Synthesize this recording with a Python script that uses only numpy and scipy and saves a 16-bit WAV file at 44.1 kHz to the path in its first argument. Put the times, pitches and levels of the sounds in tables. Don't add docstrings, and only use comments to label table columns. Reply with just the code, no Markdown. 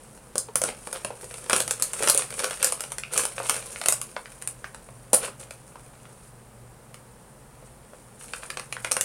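import sys
import numpy as np
from scipy import signal
from scipy.fft import rfft, irfft
from scipy.io import wavfile

SR = 44100
rng = np.random.default_rng(int(sys.argv[2]) if len(sys.argv) > 2 else 0)


def generate_wav(signal):
    frames = np.transpose(np.atleast_2d(signal))
    scaled = np.clip(frames, -1, 1) * 32767
    pcm = np.round(scaled).astype(np.int16)
    wavfile.write(sys.argv[1], SR, pcm)


N = 398663

# frequency_hz, density_db
BAG_SPECTRUM = [(90, -16), (200, -11), (300, -14), (520, 2.5), (750, -8.5), (1400, -6.5), (1900, -14.5),
                (2500, -10.5), (3500, -15), (5000, -13.5), (7500, -9), (9400, 0), (11500, -16.5),
                (15500, -30.5)]
# low_hz, high_hz, snap_length_s, first_buckle_weight
VOICES = [(4300, 17400, .0013, 0.3), (718, 4750, 0.0033, 0.42), (85.5, 1260, 0.0042, 0.73)]
def bag_voices(size=1024):
    cepstrum = irfft(np.log(gain_at(BAG_SPECTRUM, np.fft.rfftfreq(size, 1 / SR))))
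    cepstrum[1:size // 2] *= 2
    cepstrum[size // 2 + 1:] = 0
    response = irfft(np.exp(rfft(cepstrum)))
    return [band(response, low_hz, high_hz) for low_hz, high_hz, *_ in VOICES]

def buckling(voices, creases, strain_s=0.00077, settle_s=0.011, panel_hz=1300, size=1200):
    lead = size // 6
    out, t = np.zeros(N + 2 * size), (np.arange(size) - lead) / SR
    ticks = np.where(t < 0, from_db(-25) * np.exp(t / strain_s), from_db(-23) * np.exp(-t / settle_s))
    for k, (voice, (_, _, length_s, first_weight)) in enumerate(zip(voices, VOICES)):
        buckles = rng.standard_normal((len(creases), size))
        envelope = (t >= 0) * np.exp(-(t / length_s) ** 2)
        forces = buckles * (envelope + ticks * abs(buckles))
        forces[:, lead] += first_weight * np.linalg.norm(forces, axis=1)
        for (start_s, *levels_db), force in zip(creases, forces):
            snap = signal.fftconvolve(force, voice)
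            if k == 1:
                crack_db, panel_db, thud_db = levels_db
                octaves = np.clip((panel_db - thud_db) / 16, -.5, 1)
                hardness = min(1, from_db(crack_db - panel_db))
                snap = panel_ring(snap, panel_hz * 2 ** octaves, hardness)
            start = max(int(start_s * SR) - lead, 0)
            out[start:start + len(snap)] += burst_at_level(snap, levels_db[k])
    return out[:N]

def panel_ring(x, hz, hardness, ring_gain=0.42, width_share=0.61):
    return hardness * x + ring_gain * resonate(x, hz, width_share * hz)

# start_s, crack_db, panel_db
SNAPS = [(0.356, -28.5, -32), (0.3806, -17, -39.5), (0.5563, -15, -29.5), (0.6168, -22.5, -29),
         (0.6381, -19, -30), (0.8723, -36.5, -34), (0.9286, -27, -32.5), (1.0476, -28, -29),
         (1.3409, -37, -38), (1.4974, -21, -21), (1.531, -16, -18), (1.5633, -18.5, -24.5),
         (1.6035, -20, -25), (1.6782, -26.5, -31.5), (1.7095, -18.5, -27), (1.7983, -31, -38.5),
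         (1.8233, -15.5, -29), (1.9334, -26.5, -36), (2.0253, -27, -25.5), (2.0915, -21, -28),
         (2.0981, -10.5, -27), (2.147, -18.5, -37), (2.1759, -13.5, -38), (2.221, -31, -30),
         (2.3931, -26, -29.5), (2.443, -25.5, -24.5), (2.509, -33.5, -29), (2.6282, -17, -27.5),
         (2.6449, -13.5, -26.5), (2.7229, -20.5, -28.5), (2.8064, -27, -32.5), (2.838, -35.5, -33),
         (2.9196, -28.5, -35), (2.9833, -28.5, -32), (3.1772, -15.5, -24.5), (3.253, -22, -27),
         (3.4956, -17.5, -20), (3.8145, -32.5, -28), (3.8594, -20.5, -23.5), (3.8853, -11.5, -21),
         (3.9239, -16.5, -27), (4.0152, -26.5, -35.5), (4.4228, -33, -40), (4.4745, -23.5, -35.5),
         (4.7462, -41.5, -38.5), (5.5082, -40, -37), (6.9432, -44, -42), (8.3351, -39, -27),
         (8.5029, -34, -28.5), (8.5718, -35.5, -28), (8.596, -35.5, -32), (8.7254, -32, -27.5),
         (8.8465, -32.5, -24), (8.9135, -26, -28.5), (8.9179, -16.5, -26), (8.9667, -24, -21.5),
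         (9.0102, -17.5, -27.5)]
# time_s, level_db
HOLLOWNESS = [(0.5, 5), (1.5, -4.5), (3.0, -10.5), (9.0, -10.5)]
def snaps_with_thuds(bright):
    return [(start_s, crack_db, panel_db, panel_db + in_time(HOLLOWNESS, start_s))
            for start_s, crack_db, panel_db in SNAPS + small_creases(bright)]

def small_creases(bright, reference_per_s=20, reference_db=-45, spread_db=3, candidates=900):
    at = rng.integers(0, N, candidates)
    chance = rng.random(candidates)
    scatter = np.clip(rng.standard_normal((2, candidates)), -2, 2)
    per_s = reference_per_s * (bright[at] / from_db(reference_db)) ** .75
    crack_db, panel_db = 20 * np.log10(bright[at]) + spread_db * scatter + [[5.5], [3.5]]
    gives_way = chance < per_s * N / SR / candidates
    return list(np.transpose([at / SR, crack_db, panel_db])[gives_way])

def tear(start_s=5.132, rip_s=0.0138, fizz_s=0.018, crack_db=-12, panel_db=-29):
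    snaps = [(start_s, crack_db, panel_db, -15.5), (start_s + rip_s, crack_db, panel_db, -30)]
    return snaps, from_db(-26.5) * swell(start_s, fizz_s)

def rustle(voices, dull, bright, panel_count=10):
    fine = wrinkles(per_s=5800, spread_db=5, clump_db=4.0)
    coarse = wrinkles(per_s=900, spread_db=3.5, clump_db=4.5)
    struck_panel = rng.integers(0, panel_count, N)
    panels = sum(panel_ring(coarse * (struck_panel == k) + 1e-18, hz, hardness=0.059)
                 for k, hz in enumerate(np.geomspace(900, 3600, panel_count)))
    fizz, ring, thud = (rms_one(signal.oaconvolve(force, voice)[:N])
                        for force, voice in zip((fine, panels, coarse), voices))
    return bright * from_db(1) * fizz + dull * (from_db(-3) * ring + from_db(-2) * thud)

def wrinkles(per_s, spread_db, clump_db):
    flips = rng.random(N) < per_s / SR
    size_db = spread_db * np.minimum(rng.exponential(1, N), np.pi)
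    clumping_db = clump_db * np.clip(drift(160), -2, 2)
    return flips * from_db(size_db + clumping_db) * rng.choice([-1, 1], N)

# time_s, level_db
HANDLING = [(0.0, -58), (0.5, -65), (0.85, -51.5), (1.15, -52.5), (1.4, -46.5), (2.35, -44), (2.8, -48.5),
            (3.03, -56), (3.4, -47.5), (3.78, -45), (4.1, -54), (4.7, -62), (6.25, -61), (6.5, -75),
            (8.15, -64), (8.35, -48.5), (8.65, -59), (9.03, -45)]
# start_s, length_s, level_db, brightness_db
SQUEEZES = [(0.607, 0.12, -35, -7), (0.942, 0.035, -32, -14.5), (1.491, 0.145, -30.5, -7),
            (1.97, 0.1, -33, -3), (2.051, 0.063, -29, 1), (2.1, 0.13, -35, -2), (2.371, 0.13, -31.5, -8.5),
            (2.585, 0.13, -30, -11), (3.102, 0.16, -32, -1), (3.375, 0.254, -35.5, -4.5),
            (5.175, 0.125, -31.5, -8), (5.383, 0.063, -44.5, -1.5), (7.647, 0.033, -52.5, 5.5),
            (8.176, 0.1, -54.5, 8.5), (8.418, 0.056, -41, -13.5)]
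def effort():
    bright = from_db(in_time(HANDLING, np.arange(N) / SR))
    dull = bright * from_db(-3)
    for start_s, length_s, level_db, brightness_db in SQUEEZES:
        squeeze = from_db(level_db) * swell(start_s, length_s)
        dull = np.hypot(dull, squeeze)
        bright = np.hypot(bright, squeeze * from_db(brightness_db))
    return dull, bright

def swell(start_s, length_s, skew=1.14):
    out, start, count = np.zeros(N), int(start_s * SR), int(length_s * SR)
    out[start:start + count] = np.sin(np.pi * (np.arange(count) / count) ** skew)
    return out

# start_s, level_db, pitch_hz
KNOCKS_AND_POPS = [(0.4858, -36.5, 500), (1.1047, -28.5, 560), (1.2303, -37.5, 482), (1.5082, -22.5, 1301),
                   (2.0051, -27, 448), (2.147, -28, 500), (3.0358, -29, 2300), (3.381, -27.5, 1481),
                   (3.401, -26, 755), (3.76, -33, 1890), (4.165, -26, 1120), (4.2576, -38, 2000),
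                   (4.643, -30.5, 1400), (4.888, -41, 1000), (5.7565, -39, 797), (6.054, -47.5, 1700),
                   (7.6243, -42, 450), (7.934, -41, 548), (8.433, -35.5, 1900), (8.7667, -30.5, 1500)]
def knocks_and_pops(voices, decay_cycles=2.7, first_weight=.3, width_share=.6, size=1200):
    out, t, body = np.zeros(N + size), np.arange(size) / SR, sum(voices[1:])
    for start_s, level_db, pitch_hz in KNOCKS_AND_POPS:
        force = rng.standard_normal(size) * np.exp(-t * pitch_hz / decay_cycles)
        force[0] += first_weight * np.linalg.norm(force)
        burst = resonate(signal.fftconvolve(force, body)[:size], pitch_hz, width_share * pitch_hz)
        start = int(start_s * SR)
        out[start:start + size] += burst_at_level(burst, level_db)
    return out[:N]

# frequency_hz, t60_s, reverberant_to_direct_db
REVERBERATION = [(300, 0.22, -4.5), (1460, 0.23, -4.5), (4870, 0.2, -4.5), (9500, 0.17, -2.5)]
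def bedroom(x, wall_echo_s=0.0066, desk_gain=0.77, lumpiness=0.66, size=16384):
    t = np.arange(size) / SR
    hz, t60_s, wet_db = np.transpose(REVERBERATION)
    log_bins = np.log(np.fft.rfftfreq(size, 1 / SR) + 1)
    band_gains = np.array([from_db(db) * np.interp(log_bins, np.log(hz), peak)
                           for peak, db in zip(np.eye(len(hz)), wet_db)])
    decays = from_db(-60 * t / t60_s[:, None])
    decays *= np.where(t < wall_echo_s, desk_gain, 1) * (t > wall_echo_s / 10)
    out, hop = np.zeros(N + 2 * size), size // 4
    for start in range(0, N, hop):
        tails = decays * rng.standard_normal(size) * np.exp(lumpiness * rng.standard_normal(size))
        tails /= np.linalg.norm(tails, axis=1, keepdims=True)
        response = irfft(np.sum(band_gains * rfft(tails), axis=0))
        echoes = signal.fftconvolve(x[start:start + hop], response[:size - hop])
        out[start:start + len(echoes)] += echoes
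    return out[:N]

# frequency_hz, relative_density_db
HISS_SPECTRUM = [(25, -17), (48, -4), (80, -16), (220, -6.5), (300, -15.5), (490, -10), (680, -14.5),
                 (830, -14), (1500, -20.5), (3500, -32), (6500, -32), (9400, -22), (11500, -33),
                 (15500, -37)]
# pitch_hz, half_width_hz, level_db
HUM_BANDS = [(46, 21, -61), (119.73, 2.07, -56), (138.1, 7.8, -59)]
def background(hiss_db=-51.5):
    hiss = irfft(rfft(rng.standard_normal(N)) * gain_at(HISS_SPECTRUM, np.fft.rfftfreq(N, 1 / SR)), N)
    hum = np.zeros(N)
    for pitch_hz, half_width_hz, level_db in HUM_BANDS:
        noise = rng.standard_normal(N + SR)
        for _ in range(2):
            noise = resonate(noise, pitch_hz, 2 * half_width_hz)
        hum += from_db(level_db) * rms_one(noise[SR:])
    return from_db(hiss_db) * rms_one(hiss) + hum

def from_db(db):
    return 10 ** (np.asarray(db) / 20)

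def rms_one(x):
    return x / np.sqrt(np.mean(x ** 2) + 1e-20)

def burst_at_level(x, level_db, span_s=.005):
    return from_db(level_db) * x * np.sqrt(span_s * SR / np.sum(x ** 2))

def band(x, low_hz, high_hz):
    return signal.sosfilt(signal.butter(2, [low_hz, high_hz], "band", fs=SR, output="sos"), x)

def resonate(x, hz, width_hz):
    radius = np.exp(-np.pi * width_hz / SR)
    feedback = [1, -2 * radius * np.cos(2 * np.pi * hz / SR), radius ** 2]
    return signal.lfilter(np.array([1, 0, -1]) * (1 - radius ** 2) / 2, feedback, x)

def gain_at(spectrum, hz):
    points_hz, points_db = np.transpose(spectrum)
    return from_db(np.interp(np.log(hz + 1), np.log(points_hz), points_db))

def in_time(curve, time_s):
    return np.interp(time_s, *np.transpose(curve))

def drift(knots_per_s):
    knots = rng.standard_normal(int(N / SR * knots_per_s) + 2)
    return rms_one(np.interp(np.arange(N) / SR * knots_per_s, np.arange(len(knots)), knots))

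def scene():
    voices = bag_voices()
    dull, bright = effort()
    noise_floor = background()
    tear_snaps, rip = tear()
    bag = rustle(voices, dull + rip, bright + rip * from_db(11.5))
    bag += knocks_and_pops(voices)
    bag += buckling(voices, tear_snaps + snaps_with_thuds(bright))
    return (bag + bedroom(bag) + noise_floor)[None]

def record(dry, ceiling=.74, cutoff_hz=16000):
    rounded = dry / (1 + (dry / ceiling) ** 4) ** .25
    return signal.sosfilt(signal.ellip(10, .2, 80, cutoff_hz, fs=SR, output="sos"), rounded)

dry = scene()
out = record(dry)
generate_wav(out)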